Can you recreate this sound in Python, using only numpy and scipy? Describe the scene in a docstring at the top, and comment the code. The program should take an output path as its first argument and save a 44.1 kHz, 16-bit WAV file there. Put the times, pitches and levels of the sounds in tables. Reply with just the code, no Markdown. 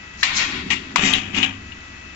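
"""A strapping machine runs one cycle, close on the left in a workshop. Its plastic strap sticks and slips
through a steel guide, first fed, then pulled tight. Clamps and cutter clack and ring in the panels and steel
head; the sheet-metal cabinet rumbles and thuds. The motor drones, loose links rattle and the strap squeals
briefly as it is dragged tight. A low hum, a thin electric whine and fan noise go on throughout."""
import sys
import numpy as np
from scipy.fft import rfft, irfft, next_fast_len
from scipy.io import wavfile
from scipy.ndimage import map_coordinates

SR = 44100
rng = np.random.default_rng(int(sys.argv[2]) if len(sys.argv) > 2 else 0)


def pcm_store(signal):
    """Save signal as 16-bit PCM."""
    levels = np.round(np.clip(np.atleast_2d(signal), -1, 1) * 32767)
    wavfile.write(sys.argv[1], SR, levels.astype(np.int16).T)


N = 94815
ATTACK_S = 0.0011

# steel clamp head modes (frequency [Hz], relative level [dB], t60 [s])
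HEAD_MODES = [(1917, -13.5, 0.083), (2347, -8.5, 0.29), (2466, -24.5, 0.23), (2595, -13, 0.11),
              (2635, -3, 0.28), (2840, 1.5, .2), (3135, -7, 0.24), (3360, -1.5, 0.18), (3883, 0, 0.11)]
# left-right likeness (frequency [Hz], correlation [1])
COHERENCE = [(120, .999), (260, 0.9), (500, 0)]
# shadow on the right side (frequency [Hz], share of pan_db [1])
SHADOW_SHARE = [(280, 0.026), (550, 0.38), (1200, 0.39), (2800, 1.02)]


def amp(db):
    """Decibels to gain."""
    return 10 ** (np.asarray(db) / 20)


def unit(x):
    """Scale to rms 1."""
    return x / np.sqrt(np.mean(x ** 2) + 1e-20)


def time_s():
    """Time of each sample."""
    return np.arange(N) / SR


def log_interp(points, hz):
    """Interpolate (frequency [Hz], value) points on a log axis."""
    points_hz, values = np.transpose(points)
    return np.interp(np.log(hz + 1), np.log(points_hz + 1), values)


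def curves(rows):
    """One value per sample for each column after the time."""
    times_s, *columns = np.transpose(rows)
    return [np.interp(time_s(), times_s, column) for column in columns]


def wobble(rate_hz):
    """Smooth random curve, rate_hz knots a second."""
    return map_coordinates(rng.standard_normal(N // 8), [time_s() * rate_hz], mode="wrap")


def filtered(x, response):
    """Apply the gain response(hz) by FFT."""
    size = next_fast_len(N + SR // 2)
    return irfft(rfft(x, size) * response(np.fft.rfftfreq(size, 1 / SR)), size)[..., :N]


def skew_rad(hz):
    """Left-right phase angle that gives the coherence at hz."""
    return np.arccos(np.clip(log_interp(COHERENCE, hz), -1, 1))


def shadow(hz, pan_db):
    """Gain of the right side; positive pan_db leans left."""
    return amp(-pan_db * log_interp(SHADOW_SHARE, hz))


def noise(colour, pan_db):
    """Coloured stereo noise, rms 1 on the left."""
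    def mid_side_gain(hz):
        angle_rad = skew_rad(hz) / 2
        return amp(log_interp(colour, hz)) * [np.cos(angle_rad), np.sin(angle_rad)]
    mid, side = filtered(rng.standard_normal((2, N)), mid_side_gain)
    left = mid + side
    right = filtered(mid - side, lambda hz: shadow(hz, pan_db))
    return np.array([left, right]) / np.std(left)


def tone(hz, pan_db, waver_hz):
    """Wavering stereo sine, rms 1 on the left; high ones reach the two sides out of step."""
    phase = 2 * np.pi * (rng.random() + np.cumsum(hz + waver_hz * wobble(40.68)) / SR)
    offset_rad = rng.choice([-1, 1]) * skew_rad(hz)
    return np.sqrt(2) * np.array([np.sin(phase), shadow(hz, pan_db) * np.sin(phase + offset_rad)])


def blow(start_s, t60_s, hold_s=0, attack_s=ATTACK_S):
    """Impact envelope: linear rise, exponential decay from hold_s on."""
    age_s = time_s() - start_s
    return np.clip(age_s / attack_s, 0, 1) * amp(-60 * np.maximum(age_s - hold_s, 0) / t60_s)


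def resonances(modes, hz, width_hz):
    """Gain of one bell-shaped peak per mode."""
    return sum(amp(db) / (1 + ((hz - mode_hz) / (width_hz / 2)) ** 2) for mode_hz, db, _ in modes)


def metallic(x):
    """Pass through steel: head resonances stand out of a ripple of dense frame modes."""
    def response(hz):
        ripple_db = 3.5 * map_coordinates(rng.standard_normal(N), [hz / 48], mode="wrap")  # 48 Hz knots
        return amp(ripple_db) + amp(-2.5) * resonances(HEAD_MODES, hz, width_hz=24)
    ringing = filtered(x, response)
    return ringing / np.std(ringing[0])


def idle():
    """Electric whine, hum and fan noise of the waiting machine."""
    # whine, one row per harmonic (level [dB], pan [dB])
    harmonics = [(-60.5, 9), (-55.5, 9.5), (-48.5, -1), (-45, 11.5)]
    # fan spectrum (frequency [Hz], relative level [dB])
    fan_colour = [(30, -5.5), (48, -4), (80, 0.5), (130, -13), (240, -10), (560, -17.5), (1600, -8),
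                  (2600, -8), (4200, -17.5), (7400, -20), (7900, -57)]
    whine_hz, hum_hz = 649.7, 72
    whine = sum(amp(db + 1.3 * wobble(4.8)) * tone(k * whine_hz, pan_db, waver_hz=0.76)
                for k, (db, pan_db) in enumerate(harmonics, 1))
    hum = amp(-51) * tone(hum_hz, pan_db=0, waver_hz=1.5)
    fan = amp(-39 + 0.38 * wobble(30)) * noise(fan_colour, pan_db=10)
    return whine + hum + fan


def strap_slide(levels, rasp_colour, pan_db, grain_db):
    """The ribbed strap sticks and slips in its steel guide: a grainy, ringing rasp under a hiss."""
    # hiss spectrum (frequency [Hz], relative level [dB])
    hiss_colour = [(2800, -23), (4200, 4), (7400, 4.5), (7800, -34)]
    rasp_db, hiss_db = curves(levels)
    moving = (time_s() > levels[0][0]) & (time_s() < levels[-1][0])
    grain = unit(amp(grain_db * wobble(330)))
    rasp = amp(rasp_db) * metallic(grain * noise(rasp_colour, pan_db))
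    hiss = amp(hiss_db) * metallic(grain * noise(hiss_colour, pan_db))
    return moving * (rasp + hiss)


def strap_feed():
    """The strap rushes through its guide."""
    # friction envelope (time [s], rasp [dB], hiss [dB])
    levels = [(.17, -51, -50), (.215, -40, -31.5), (.29, -20.5, -58), (.357, -22.5, -26),
              (.372, -19.5, -16), (.42, -15.5, -27.5), (.48, -23.5, -34.5), (.6, -25.5, -50.5),
              (.645, -34, -75), (.93, -39, -54), (.96, -79, -71)]
    # rasp spectrum (frequency [Hz], relative level [dB])
    rasp_colour = [(550, -16), (1000, -5), (2300, -1), (3500, -2.5), (4500, -10), (7000, -24.5)]
    return strap_slide(levels, rasp_colour, pan_db=9, grain_db=0.2)


def cabinet():
    """The cabinet rumbles with the mechanism and booms when the cam loads it."""
    # sheet-metal modes (frequency [Hz], relative level [dB], t60 [s])
    modes = [(208, 1.5, 0.14), (265, -3, 0.66), (375, -7, 0.21)]
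    # cam loads (time [s], level [dB])
    loads = [(0.407, -37), (0.707, -32), (1.031, -21), (1.371, -24.5)]
    # rumble envelope (time [s], level [dB])
    rumble_levels = [(.2, -52), (.41, -38.5), (.58, -34), (.7, -33), (.83, -42.5), (.96, -37.5),
                     (1.07, -32.5), (1.27, -37.5), (1.39, -31.5), (1.56, -44.5), (1.85, -48.5)]
    # rumble spectrum (frequency [Hz], relative level [dB])
    rumble_colour = [(55, -13.5), (120, -1), (200, 2), (370, 0), (470, -14.5), (900, -26)]
    thuds = sum(amp(db + mode_db) * tone(hz, pan_db=1.5, waver_hz=3.7)
                * blow(start_s, t60_s, attack_s=0.0054)
                for start_s, db in loads for hz, mode_db, t60_s in modes)
    shaking = noise(rumble_colour, pan_db=14.5)
    rumble = filtered(shaking, lambda hz: 1 + amp(-2.5) * resonances(modes, hz, width_hz=23))
    rumble_db, = curves(rumble_levels)
    return thuds + amp(rumble_db) * unit(rumble)


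def steel(low_hz, pan_db):
    """Dense ring of a steel part; a smaller part has no low modes."""
    # steel spectrum (frequency [Hz], relative level [dB])
    colour = [(1200, -26.5), (1900, 4), (2700, -1), (3500, -5), (4200, -20.5), (5500, -49.5)]
    high_passed = filtered(noise(colour, pan_db), lambda hz: hz ** 10 / (hz ** 10 + low_hz ** 10.))
    return metallic(high_passed)


def clacks():
    """Clamps and cutter strike: each blow cracks, then rings on in the panels and steel head."""
    # blows (time [s], panel [dB], steel [dB], edge [dB], steel low cut [Hz], hold [s],
    # ring re crack [dB], pan [dB])
    blows = [(0.2303, -20, -11.5, -14.5, 1520, 0.0027, 0, 8.5),
             (0.7025, -27.5, -17, -24.5, 1760, 0.038, 5, 16),
             (0.9585, -6.5, -9.5, -18, 2110, 0.0033, -9, 16),
             (1.1355, -32, -5.5, -25.5, 2490, 0.0022, -10.5, 14),
             (1.4278, -25.5, -10, -27, 2500, 0.0072, -17, 16)]
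    # pitched knocks of the hardest blows (time [s], frequency [Hz], level [dB])
    knocks = [(0.229, 1813, -4.5), (0.2335, 4107, -8.5), (0.9591, 997, -10)]
    # panel spectrum (frequency [Hz], relative level [dB])
    panel_colour = [(500, -39.5), (720, -14.5), (1100, -6.5), (1450, -12), (2500, -19.5)]
    # spectrum of the clack's bright edge (frequency [Hz], relative level [dB])
    edge_colour = [(3000, -33.5), (4100, -2.5), (7400, -9), (8300, -9)]
    out = sum(amp(db) * tone(hz, pan_db=10.5, waver_hz=21.6) * blow(start_s, t60_s=0.036)
              for start_s, hz, db in knocks)
    for start_s, panel_db, steel_db, edge_db, low_hz, hold_s, ring_db, pan_db in blows:
        body = amp(panel_db) * noise(panel_colour, pan_db)
        body += amp(steel_db) * steel(low_hz, pan_db)
        body += amp(edge_db) * noise(edge_colour, pan_db)
        crack = blow(start_s, t60_s=0.03, hold_s=hold_s)
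        ring = amp(ring_db) * blow(start_s, t60_s=0.27)
        head = sum(amp(db) * tone(hz, pan_db, waver_hz=4.7) * blow(start_s, t60_s)
                   for hz, db, t60_s in HEAD_MODES)
        out += body * np.hypot(crack, ring) + amp(steel_db - 13) * head
    return amp(-0.5) * out


def motor():
    """The motor's low note swells for the feed and the pull, then sinks and fades."""
    # motor runs (time [s], frequency [Hz], level [dB])
    runs = [(.38, 73.8, -59), (.56, 77, -43.5), (.68, 83, -46.5), (.73, 84, -66), (.97, 99, -69.5),
            (1.12, 98.4, -42.5), (1.55, 97, -40.5), (2.15, 88.2, -70)]
    hz, db = curves(runs)
    return amp(db) * np.sqrt(2) * np.sin(2 * np.pi * np.cumsum(hz) / SR)


def rattle():
    """Loose steel links tick against each other; the first tick is a bounce just after the second clack."""
    # link impacts, with a clamp bounce after the second clack at 0.762 s (time [s], level [dB])
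    ticks = [(0.762, -21), (1.345, -17.5), (1.376, -14), (1.442, -18), (1.719, -34.5)]
    power = sum((amp(db) * blow(start_s, t60_s=0.12)) ** 2 for start_s, db in ticks)
    return steel(low_hz=2300, pan_db=13.5) * np.sqrt(power)


def strap_pull():
    """The strap is dragged tight, then released."""
    # friction envelope (time [s], rasp [dB], hiss [dB])
    levels = [(.955, -47, -50), (.985, -17.5, -41), (1.06, -14.5, -20), (1.12, -17.5, -27.5),
              (1.165, -17, -28.5), (1.2, -26, -38), (1.33, -35.5, -59.5), (1.35, -22.5, -30),
              (1.375, -18, -27.5), (1.42, -19, -34.5), (1.447, -19, -32.5), (1.49, -27, -51),
              (1.59, -46, -85)]
    # rasp spectrum (frequency [Hz], relative level [dB])
    rasp_colour = [(450, -15.5), (800, -12), (1550, -9), (2550, 2), (3600, -6.5), (4300, -29), (7000, -29)]
    return strap_slide(levels, rasp_colour, pan_db=13.5, grain_db=2.0)


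def whir():
    """The strap squeals briefly as it is dragged tight."""
    # squeal partials (frequency [Hz], relative level [dB])
    partials = [(1924, -30), (2105, -27.5), (2321, -34), (2882, -31.5), (3622, -39), (3799, -31.5),
                (5901, -34), (6935, -39), (7322, -34.5)]
    peak_s, sigma_s, gain_db = 1.063, 0.032, 4.5
    swell = np.exp(-((time_s() - peak_s) / sigma_s) ** 2 / 2)
    return swell * sum(amp(db + gain_db) * tone(hz, pan_db=14, waver_hz=10) for hz, db in partials)


def scene():
    """One strapping cycle over the idle hum."""
    strap = strap_feed() + strap_pull()
    return strap + clacks() + whir() + rattle() + cabinet() + motor() + idle()


def record(dry):
    """Steep low-pass."""
    cutoff_hz = 7700
    return filtered(dry, lambda hz: 1 / (1 + (hz / cutoff_hz) ** 120))


dry = scene()
out = record(dry)
pcm_store(out)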